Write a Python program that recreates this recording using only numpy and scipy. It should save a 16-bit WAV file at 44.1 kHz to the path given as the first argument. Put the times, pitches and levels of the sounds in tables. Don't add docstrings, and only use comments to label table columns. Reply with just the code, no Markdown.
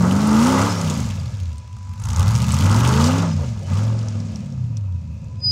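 import sys
import numpy as np
from scipy import signal
from scipy.fft import rfft, irfft, next_fast_len
from scipy.io import wavfile
from scipy.ndimage import uniform_filter1d, map_coordinates

SR = 44100
rng = np.random.default_rng(int(sys.argv[2]) if len(sys.argv) > 2 else 0)


def unload_audio(sound):
    columns = np.transpose(np.atleast_2d(sound))
    steps = np.round(np.clip(columns, -1, 1) * 32767)
    wavfile.write(sys.argv[1], SR, steps.astype(np.int16))


def gain_from_db(level_db):
    decades = np.asarray(level_db, float) / 20
    return 10 ** decades


N = 242991


def unit(x):
    return x / np.sqrt(np.mean(x ** 2) + 1e-20)


def along(points, hz):
    point_hz, value = np.transpose(points)
    return np.interp(np.log(hz + 1), np.log(point_hz + 1), value)


def curves(rows):
    start_s, *columns = np.transpose(rows)
    return [np.interp(np.arange(N) / SR, start_s, column) for column in columns]


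def wobble(rate_hz):
    knots = rng.standard_normal(int(N * rate_hz / SR) + 4)
    return map_coordinates(knots, [np.arange(N) * rate_hz / SR])


def noise():
    return rng.standard_normal(N)


def coloured(x, spectrum):
    size = 2 * next_fast_len(N // 2 + SR // 4)
    level_db = np.maximum(along(spectrum, np.fft.rfftfreq(size, 1 / SR)), -120)
    cepstrum = irfft(np.log(gain_from_db(level_db)), size)
    cepstrum[1:size // 2] *= 2
    cepstrum[size // 2 + 1:] = 0
    return irfft(rfft(x, size) * np.exp(rfft(cepstrum)), size)[:N]


def steady(x, span_s):
    power = np.abs(uniform_filter1d(x ** 2, int(span_s * SR), mode="reflect"))
    return x / np.sqrt(power + 1e-20)


def puffs(at, size, decay_s):
    kicks = np.bincount(at, size, N)
    return signal.lfilter([1], [1, -np.exp(-1 / (decay_s * SR))], kicks)


# start_s [s], cycle_rate [cycles/s]
ENGINE_SPEED = [(0.0, 21.8), (0.07, 22.62), (0.15, 24.28), (0.22, 26.47), (0.3, 26.77), (0.38, 27.58),
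                (0.44, 29.85), (0.5, 32.64), (0.55, 32.5), (0.6, 32.67), (0.65, 35.54), (0.7, 36.54),
                (0.75, 34.48), (0.8, 34.16), (0.9, 30.7), (1.0, 25.78), (1.1, 19.89), (1.25, 16.22),
                (1.35, 12.8), (1.5, 9.97), (1.65, 7.91), (1.8, 5.89), (1.95, 5.79), (2.02, 6.72),
                (2.1, 7.9), (2.18, 10.49), (2.25, 12.07), (2.35, 14.72), (2.5, 16.08), (2.6, 17.68),
                (2.7, 19.8), (2.85, 24.2), (3.0, 28.26), (3.15, 33.09), (3.24, 34.47), (3.3, 32.18),
                (3.4, 29.0), (3.5, 22.82), (3.6, 20.29), (3.65, 17.36), (3.75, 19.5), (3.83, 21.49),
                (3.92, 22.62), (4.0, 22.42), (4.1, 20.69), (4.25, 20.6), (4.38, 18.74), (4.5, 17.39),
                (4.65, 15.11), (4.8, 13.02), (4.95, 10.83), (5.1, 9.95), (5.25, 9.45), (5.4, 7.8),
                (5.51, 7.56)]
LEADERS = [8, 5, 3, 6, 11, 16]
FAMILY = {8: [8], 5: [5, 7, 9], 3: [3], 6: [2, 4, 6, 10], 11: [11, 13, 15, 17, 19], 16: [12, 14, 16, 18,
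          24]}
WEAKER = {7: -9.5, 9: -10, 2: -10, 4: -9, 10: 2.7, 13: -1.4, 15: -8, 17: -7.5, 19: -12, 12: -11.5, 14:
          -11.5, 18: -10.5, 24: -8.5}
# start_s [s], then level_db [dB] of multiples 8, 5, 3, 6, 11, 16
LEADER_LEVELS = [(0.0, -15, -21, -53, -25, -37, -43), (0.11, -18, -34, -45, -28.5, -27, -37),
                 (0.22, -18, -31, -37, -26, -34.5, -43), (0.33, -14, -29, -31, -33.5, -26, -33),
                 (0.44, -15, -27.5, -33, -29, -34, -55), (0.55, -19, -31, -23, -22, -30, -50),
                 (0.66, -26, -29, -22, -25, -46, -56), (0.77, -36, -25.5, -27.5, -35, -42.5, -53),
                 (0.88, -36.5, -22, -25.5, -33.5, -52, -65), (0.99, -26, -27.5, -31, -25.5, -53, -62),
                 (1.1, -38, -24, -37, -39, -33.5, -63), (1.21, -31.5, -29, -49, -31, -45, -58),
                 (1.32, -28, -37.5, -58, -43, -56, -51), (1.43, -26, -50, -71, -49, -42, -59),
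                 (1.54, -27, -73, -79, -65, -35, -55), (1.65, -55, -79, -87, -73, -43.5, -49),
                 (1.76, -60, -84, -85, -78, -41, -45), (1.87, -66, -73, -79, -76, -65, -31.5),
                 (1.98, -51, -72, -91, -68, -40.5, -28.5), (2.09, -29.5, -64, -72, -62, -29, -35),
                 (2.2, -17.5, -31, -76, -47, -29.5, -35), (2.31, -15.5, -27.5, -56, -45, -27.5, -49),
                 (2.42, -22.5, -25.5, -54, -50, -27.5, -43), (2.53, -22, -20.5, -49, -44, -29.5, -51),
                 (2.64, -25.5, -15, -41, -28, -28, -33), (2.75, -38, -13.5, -32, -40, -25, -39),
                 (2.86, -36, -16.5, -26, -44, -35, -36), (2.97, -22.5, -19.5, -21.5, -31, -42, -29.5),
                 (3.08, -19, -22, -19, -48, -40, -43), (3.19, -25, -23.5, -23, -46, -41, -41),
                 (3.3, -40, -22, -29, -39, -53, -58), (3.41, -42, -25, -20, -44, -66, -59.5),
                 (3.52, -45, -26, -37, -34, -65, -71), (3.63, -36, -31, -49, -48, -43.5, -77),
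                 (3.74, -27.5, -17.5, -50, -51, -34.5, -53), (3.85, -55, -18, -41, -55, -34, -54),
                 (3.96, -48, -20.5, -58, -45, -44, -47), (4.07, -50, -23.5, -57, -50, -37, -67),
                 (4.18, -39, -22.5, -60, -51, -34.5, -71), (4.29, -32, -28.5, -58, -45, -33, -68.5),
                 (4.4, -37.5, -49, -47, -32.5, -34, -79), (4.51, -30.5, -48, -57, -40.5, -37.5, -73),
                 (4.62, -23.5, -52, -68, -30.5, -39.5, -57), (4.73, -23.5, -55, -63, -39, -37, -57),
                 (4.84, -24, -56, -70, -49, -46, -56), (4.95, -23.5, -64, -62, -57, -37.5, -47),
                 (5.06, -33, -73, -72, -61, -36.5, -38), (5.17, -31, -61, -70, -54, -34.5, -44),
                 (5.28, -46, -53, -61, -74, -39, -38), (5.39, -58, -60, -65, -67, -31, -42),
                 (5.51, -47, -63, -58, -68, -39, -29)]
# pitch_hz [Hz], level_db [dB]
PIPE = [(20, -64), (45, -31), (65, -15), (95, 8), (135, -1), (180, -1.5), (217, 1), (260, -10.5),
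        (310, -22), (400, -31), (540, -18), (760, -42.5), (1200, -37), (2000, -62)]


def exhaust():
    cycle_hz, = curves(ENGINE_SPEED)
    turn = 2 * np.pi * np.cumsum(cycle_hz) / SR
    pulses = 0
    for leader, leader_db in zip(LEADERS, curves(LEADER_LEVELS)):
        for multiple in FAMILY[leader]:
            pipe_db = along(PIPE, multiple * cycle_hz) - along(PIPE, leader * cycle_hz)
            level_db = leader_db + WEAKER.get(multiple, 0) + pipe_db
            level_db = np.minimum(level_db, leader_db + 2.5) + 0.8 * wobble(16)
            drift = 0.2 * wobble(12) + rng.uniform(0, 2 * np.pi)
            pulses = pulses + np.sqrt(2) * gain_from_db(level_db) * np.sin(multiple * turn + drift)
    firings = np.flatnonzero(np.diff(np.floor(turn * 8 / (2 * np.pi))))
    return pulses, firings


# start_s [s], boom_db, growl_db, rasp_db, hiss_db [dB],
# misfire_db [dB, added to the boom], crackle_db [dB over the hiss]
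GAS_LEVELS = [(0.0, -18, -26, -28.5, -40.5, -19.5, -1), (0.17, -11, -30.5, -30.5, -42.5, -15.5, 1.5),
              (0.41, -16, -30, -24, -36.5, -16.5, 3), (0.63, -19, -24, -22, -35.5, -13, 1),
              (0.71, -13, -32.5, -28.5, -36.5, -17, -1), (0.78, -17, -32, -33.5, -40, -14, -0.5),
              (0.95, -22, -32.5, -36, -41, -12, 3), (1.06, -25, -42.5, -43, -45, -15, 0.5),
              (1.3, -23.5, -48, -51.5, -51.5, -11.5, -0.5), (1.49, -29.5, -55, -57.5, -56, -12, 0.5),
              (1.66, -40, -57.5, -61, -59, -11, -5.5), (1.96, -30.5, -66, -54, -58, -11, 0),
              (2.06, -19.5, -51, -40.5, -51, -15, 6), (2.22, -15.5, -37, -32, -42.5, -11.5, 3.5),
              (2.42, -20, -39.5, -36, -43.5, -18, 5.5), (2.58, -17, -37.5, -33, -40, -9, 5.5),
              (2.7, -11, -30.5, -27.5, -40.5, -11, 6.5), (2.95, -17, -34.5, -25.5, -38.5, -15, 6),
              (3.05, -14, -25.5, -26.5, -37.5, -17, 7.5), (3.22, -13, -31.5, -32, -42.5, -12, 1.5),
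              (3.24, -10, -28, -29.5, -44, -15, 1), (3.35, -18, -44, -47.5, -46.5, -13, -2),
              (3.44, -19, -33, -41, -48.5, -13, -1), (3.48, -19, -41.5, -52, -49, -18, -0.5),
              (3.57, -25, -47, -50.5, -54.5, -16, -2), (3.64, -19, -40, -58, -52, -16, -1.5),
              (3.71, -16, -42, -39, -45.5, -13, 0.5), (3.78, -18.5, -36, -38.5, -45, -12.5, 1),
              (3.94, -25, -39, -44.5, -50.5, -22, -1), (4.33, -20.5, -45, -55.5, -54.5, -13.5, -1),
              (4.45, -26, -47.5, -56.5, -58, -14, -1.5), (4.68, -19, -56.5, -61.5, -62.5, -16, -3.5),
              (4.9, -28.5, -57, -59.5, -68.5, -14, -2.5), (5.03, -23.5, -60.5, -66, -65.5, -14.5, -1.5),
              (5.4, -26, -53.5, -63.5, -64.5, -12.5, -3), (5.51, -30, -58, -61, -61.5, -14, 1)]
# pitch_hz [Hz], level_db [dB per Hz]
GROWL = [(190, -30), (320, -4.5), (357, -4.5), (387, -7.5), (533, -0.5), (655, -4), (780, -10), (1010, -45),
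         (1720, -120)]
# pitch_hz [Hz], level_db [dB per Hz]
RASP = [(450, -38.5), (760, -6), (848, 3), (912, 4), (1050, 0), (1230, 3.5), (1650, -9), (1810, -16.5),
        (2000, -8), (2600, -41.5), (4400, -120)]
# pitch_hz [Hz], level_db [dB per Hz]
HISS = [(1000, -39.5), (1700, 5), (1840, -9), (2030, 1), (2200, 0), (2640, -1), (3150, -5), (4370, -2.5),
        (5120, -0.5), (6910, 0.5), (10600, -22), (14000, -30)]
NEAR_BANK = [1, 0, 0, 1, 0, 1, 1, 0]
# pitch_hz [Hz], level_db [dB]
CRACKLE_BANDS = [(2800, -1.5), (5000, -2.5), (6600, -1), (9500, -9), (13000, -20.5)]


def gas(firings):
    boom_db, growl_db, rasp_db, hiss_db, misfire_db, crackle_db = curves(GAS_LEVELS)
    count = len(firings)
    chance = rng.standard_normal((count, 3 + len(CRACKLE_BANDS)))
    burning = unit(np.bincount(firings, chance[:, 0], N)) + 1.86 * noise()
    boom = steady(coloured(burning, PIPE), span_s=0.2)
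    jet = 0.67 + unit(puffs(firings, gain_from_db(2.6 * chance[:, 1]), decay_s=0.0035))
    growl = steady(coloured(jet * noise(), GROWL), span_s=0.16)
    rasp = steady(coloured(jet * noise(), RASP), span_s=0.17)
    hiss = gain_from_db(0.72 * wobble(13)) * unit(coloured(noise(), HISS))
    near = gain_from_db(6.1 * np.take(NEAR_BANK, np.arange(count) % len(NEAR_BANK)))
    crackle = 0
    for k, (hz, band_db) in enumerate(CRACKLE_BANDS):
        spit_size = near * gain_from_db(2 * chance[:, 2] + 3.5 * chance[:, 3 + k])
        spit = uniform_filter1d(puffs(firings, spit_size, decay_s=0.0025), size=130)
        shape = [(hz * 0.5, -30), (hz * 0.82, -3), (hz, 0), (hz * 1.31, -3), (hz * 2, -24)]
        crackle = crackle + gain_from_db(band_db) * unit(coloured(spit * noise(), shape))
    jets = gain_from_db(hiss_db + 2.5) * (hiss + gain_from_db(crackle_db) * steady(crackle, span_s=0.57))
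    body = gain_from_db(boom_db + misfire_db) * boom + gain_from_db(growl_db - 3.0) * growl
    return body + gain_from_db(rasp_db) * rasp + jets


# start_s [s], hidden_share [0-1]
AWAY = [(0, 0), (1.6, 0.48), (2, 0), (3.15, 0.5), (3.3, .7), (3.62, 0.48), (3.68, 0.46), (3.9, 0.57),
        (3.97, .85), (4.6, 0.6), (5.51, 0.8)]
# pitch_hz [Hz], level_db [dB]
SHADE = [(5000, 0.5), (8500, -3), (11000, -11), (15000, -19.5)]


def shaded(x):
    away = np.clip(curves(AWAY)[0], 0, 1)
    return (1 - away) * x + away * coloured(x, SHADE)


# pitch_hz [Hz], level_db [dB per Hz]
AIR = [(18, -63), (30, -27), (48, -22), (69, 1), (90, 4), (146, -35), (229, -12), (253, -44), (800, -48),
       (978, -24), (1050, -48), (6740, -46), (12000, -70), (15600, -102), (22000, -120)]
# pitch_hz [Hz], level_db [dB]
BELT = [(2150, -30), (2400, -4), (2550, 2), (2750, -7), (3100, -31)]


def wash():
    air = gain_from_db(-38 + 1.3 * wobble(5.9)) * unit(coloured(noise(), AIR))
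    belt = gain_from_db(-67 + 3.3 * wobble(23)) * unit(coloured(noise(), BELT))
    return air + belt


# start_s [s], level_db [dB peak], pitch_hz [Hz]
TICKS = [(0.2733, -14, 9500), (0.814, -13, 6560), (0.899, -11, 6700), (0.9124, -19, 6980),
         (0.952, -21, 4940), (1.0638, -24, 7206), (1.1994, -23, 4700), (1.2138, -32, 7740),
         (1.258, -25, 4540), (1.2844, -43, 4840), (1.3833, -36, 6600), (1.407, -32, 5370),
         (1.432, -32, 6180), (1.477, -46, 5170), (1.581, -24, 8400), (2.0023, -31, 6530),
         (2.0213, -26, 9530), (2.0383, -19, 6500), (2.0562, -21, 6570), (2.0887, -20, 5030),
         (2.1071, -20, 6350), (2.1615, -12, 6500), (2.1979, -34, 7620), (2.3521, -12, 5730),
         (2.5202, -9, 7850), (2.5416, -10, 6800), (2.8414, -18, 5650), (3.0415, -5, 5340),
         (3.2244, -31, 5660), (3.9902, -22, 5170), (4.0846, -18.5, 5800), (4.202, -24, 5400),
         (4.358, -19.5, 5600), (4.5231, -32, 5695), (4.7699, -20.5, 5730)]


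def ticks():
    out, t = np.zeros(N + SR), np.arange(SR // 30) / SR
    for start_s, level_db, hz in TICKS:
        roughness = 2.0 * np.cumsum(rng.standard_normal(len(t))) / 8
        ring = np.sin(2 * np.pi * hz * t + roughness)
        snap = gain_from_db(-60 * t / 0.01) * (ring + 0.38 * rng.standard_normal(len(t)))
        puff = 0.2 * gain_from_db(-60 * t / 0.051) * rng.standard_normal(len(t))
        onset = 1 - np.exp(-t / 0.00037)
        out[round(start_s * SR):][:len(t)] += gain_from_db(level_db - 1) * (snap + puff) * onset
    return coloured(out[:N], [(1500, -33), (3500, -2.5), (8000, -0.5), (15000, -19.5)])


# centre_s [s], length_s [s], pitch_hz [Hz], level_db [dB]
SQUEAKS = [
    (.585, .02, 2050, -40),
    (.62, .02, 2100, -43),
    (0.71, .016, 5140, -33),
    (.78, .03, 5570, -36),
    (3.327, 0.016, 5100, -41),
    (3.325, 0.017, 5940, -45),
    (3.716, 0.027, 2040, -53),
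    (3.663, .025, 3000, -50),
]


def squeaks():
    t, out = np.arange(N) / SR, 0
    for centre_s, length_s, hz, level_db in SQUEAKS:
        swell = np.exp(-((t - centre_s) / length_s) ** 4)
        out = out + gain_from_db(level_db) * swell * np.sin(2 * np.pi * hz * t + 0.71 * wobble(90))
    return out


# start_s [s], pitch_hz [Hz], level_db [dB]
MOANS = [
    [(1.45, 1003, -67), (1.514, 992, -58), (2.008, 991, -52.5), (2.018, 970, -66), (2.04, 989.0, -55),
     (2.05, 989.5, -71)],
    [(5.1, 1002, -64), (5.126, 986, -73), (5.336, 1002, -59.5), (5.482, 1013, -67), (5.51, 972.3, -65)],
]
# start_s [s], pitch_hz [Hz], level_db [dB]
SQUEAL = [
    (5.36, 4990, -84),
    (5.446, 4970, -20.5),
    (5.47, 4955, -18),
    (5.51, 4960, -18.5),
]
# multiple, level_db [dB]
SQUEAL_TONES = [
    (1, 2),
    (2, -45),
    (3, -50),
]


def brake():
    t, moan = np.arange(N) / SR, 0
    for rows in MOANS:
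        hz, level_db = curves(rows)
        touching = uniform_filter1d(1. * (t > rows[0][0]) * (t < rows[-1][0]), 900)
        loudness = gain_from_db(level_db + 5 + 1.5 * wobble(24.47))
        turn = 2 * np.pi * np.cumsum(hz + 3 * wobble(24)) / SR
        moan = moan + touching * loudness * np.sin(turn)
    hz, level_db = curves(SQUEAL)
    turn = 2 * np.pi * np.cumsum(hz) / SR
    tone = sum(gain_from_db(tone_db) * np.sin(multiple * turn) for multiple, tone_db in SQUEAL_TONES)
    return moan + (t > SQUEAL[0][0]) * gain_from_db(level_db + 1.5) * tone


def scene():
    pulses, firings = exhaust()
    pipes = pulses + shaded(gas(firings) + ticks())
    return (pipes + wash() + squeaks() + brake())[None]


def low_pass(x):
    return signal.sosfilt(signal.butter(12, 15780, fs=SR, output="sos"), x)


def record(dry):
    passed = np.fft.rfftfreq(N, 1 / SR) < 15800
    limited = irfft(rfft(dry) * passed, N)
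    return low_pass(limited)


dry = scene()
out = record(dry)
unload_audio(out)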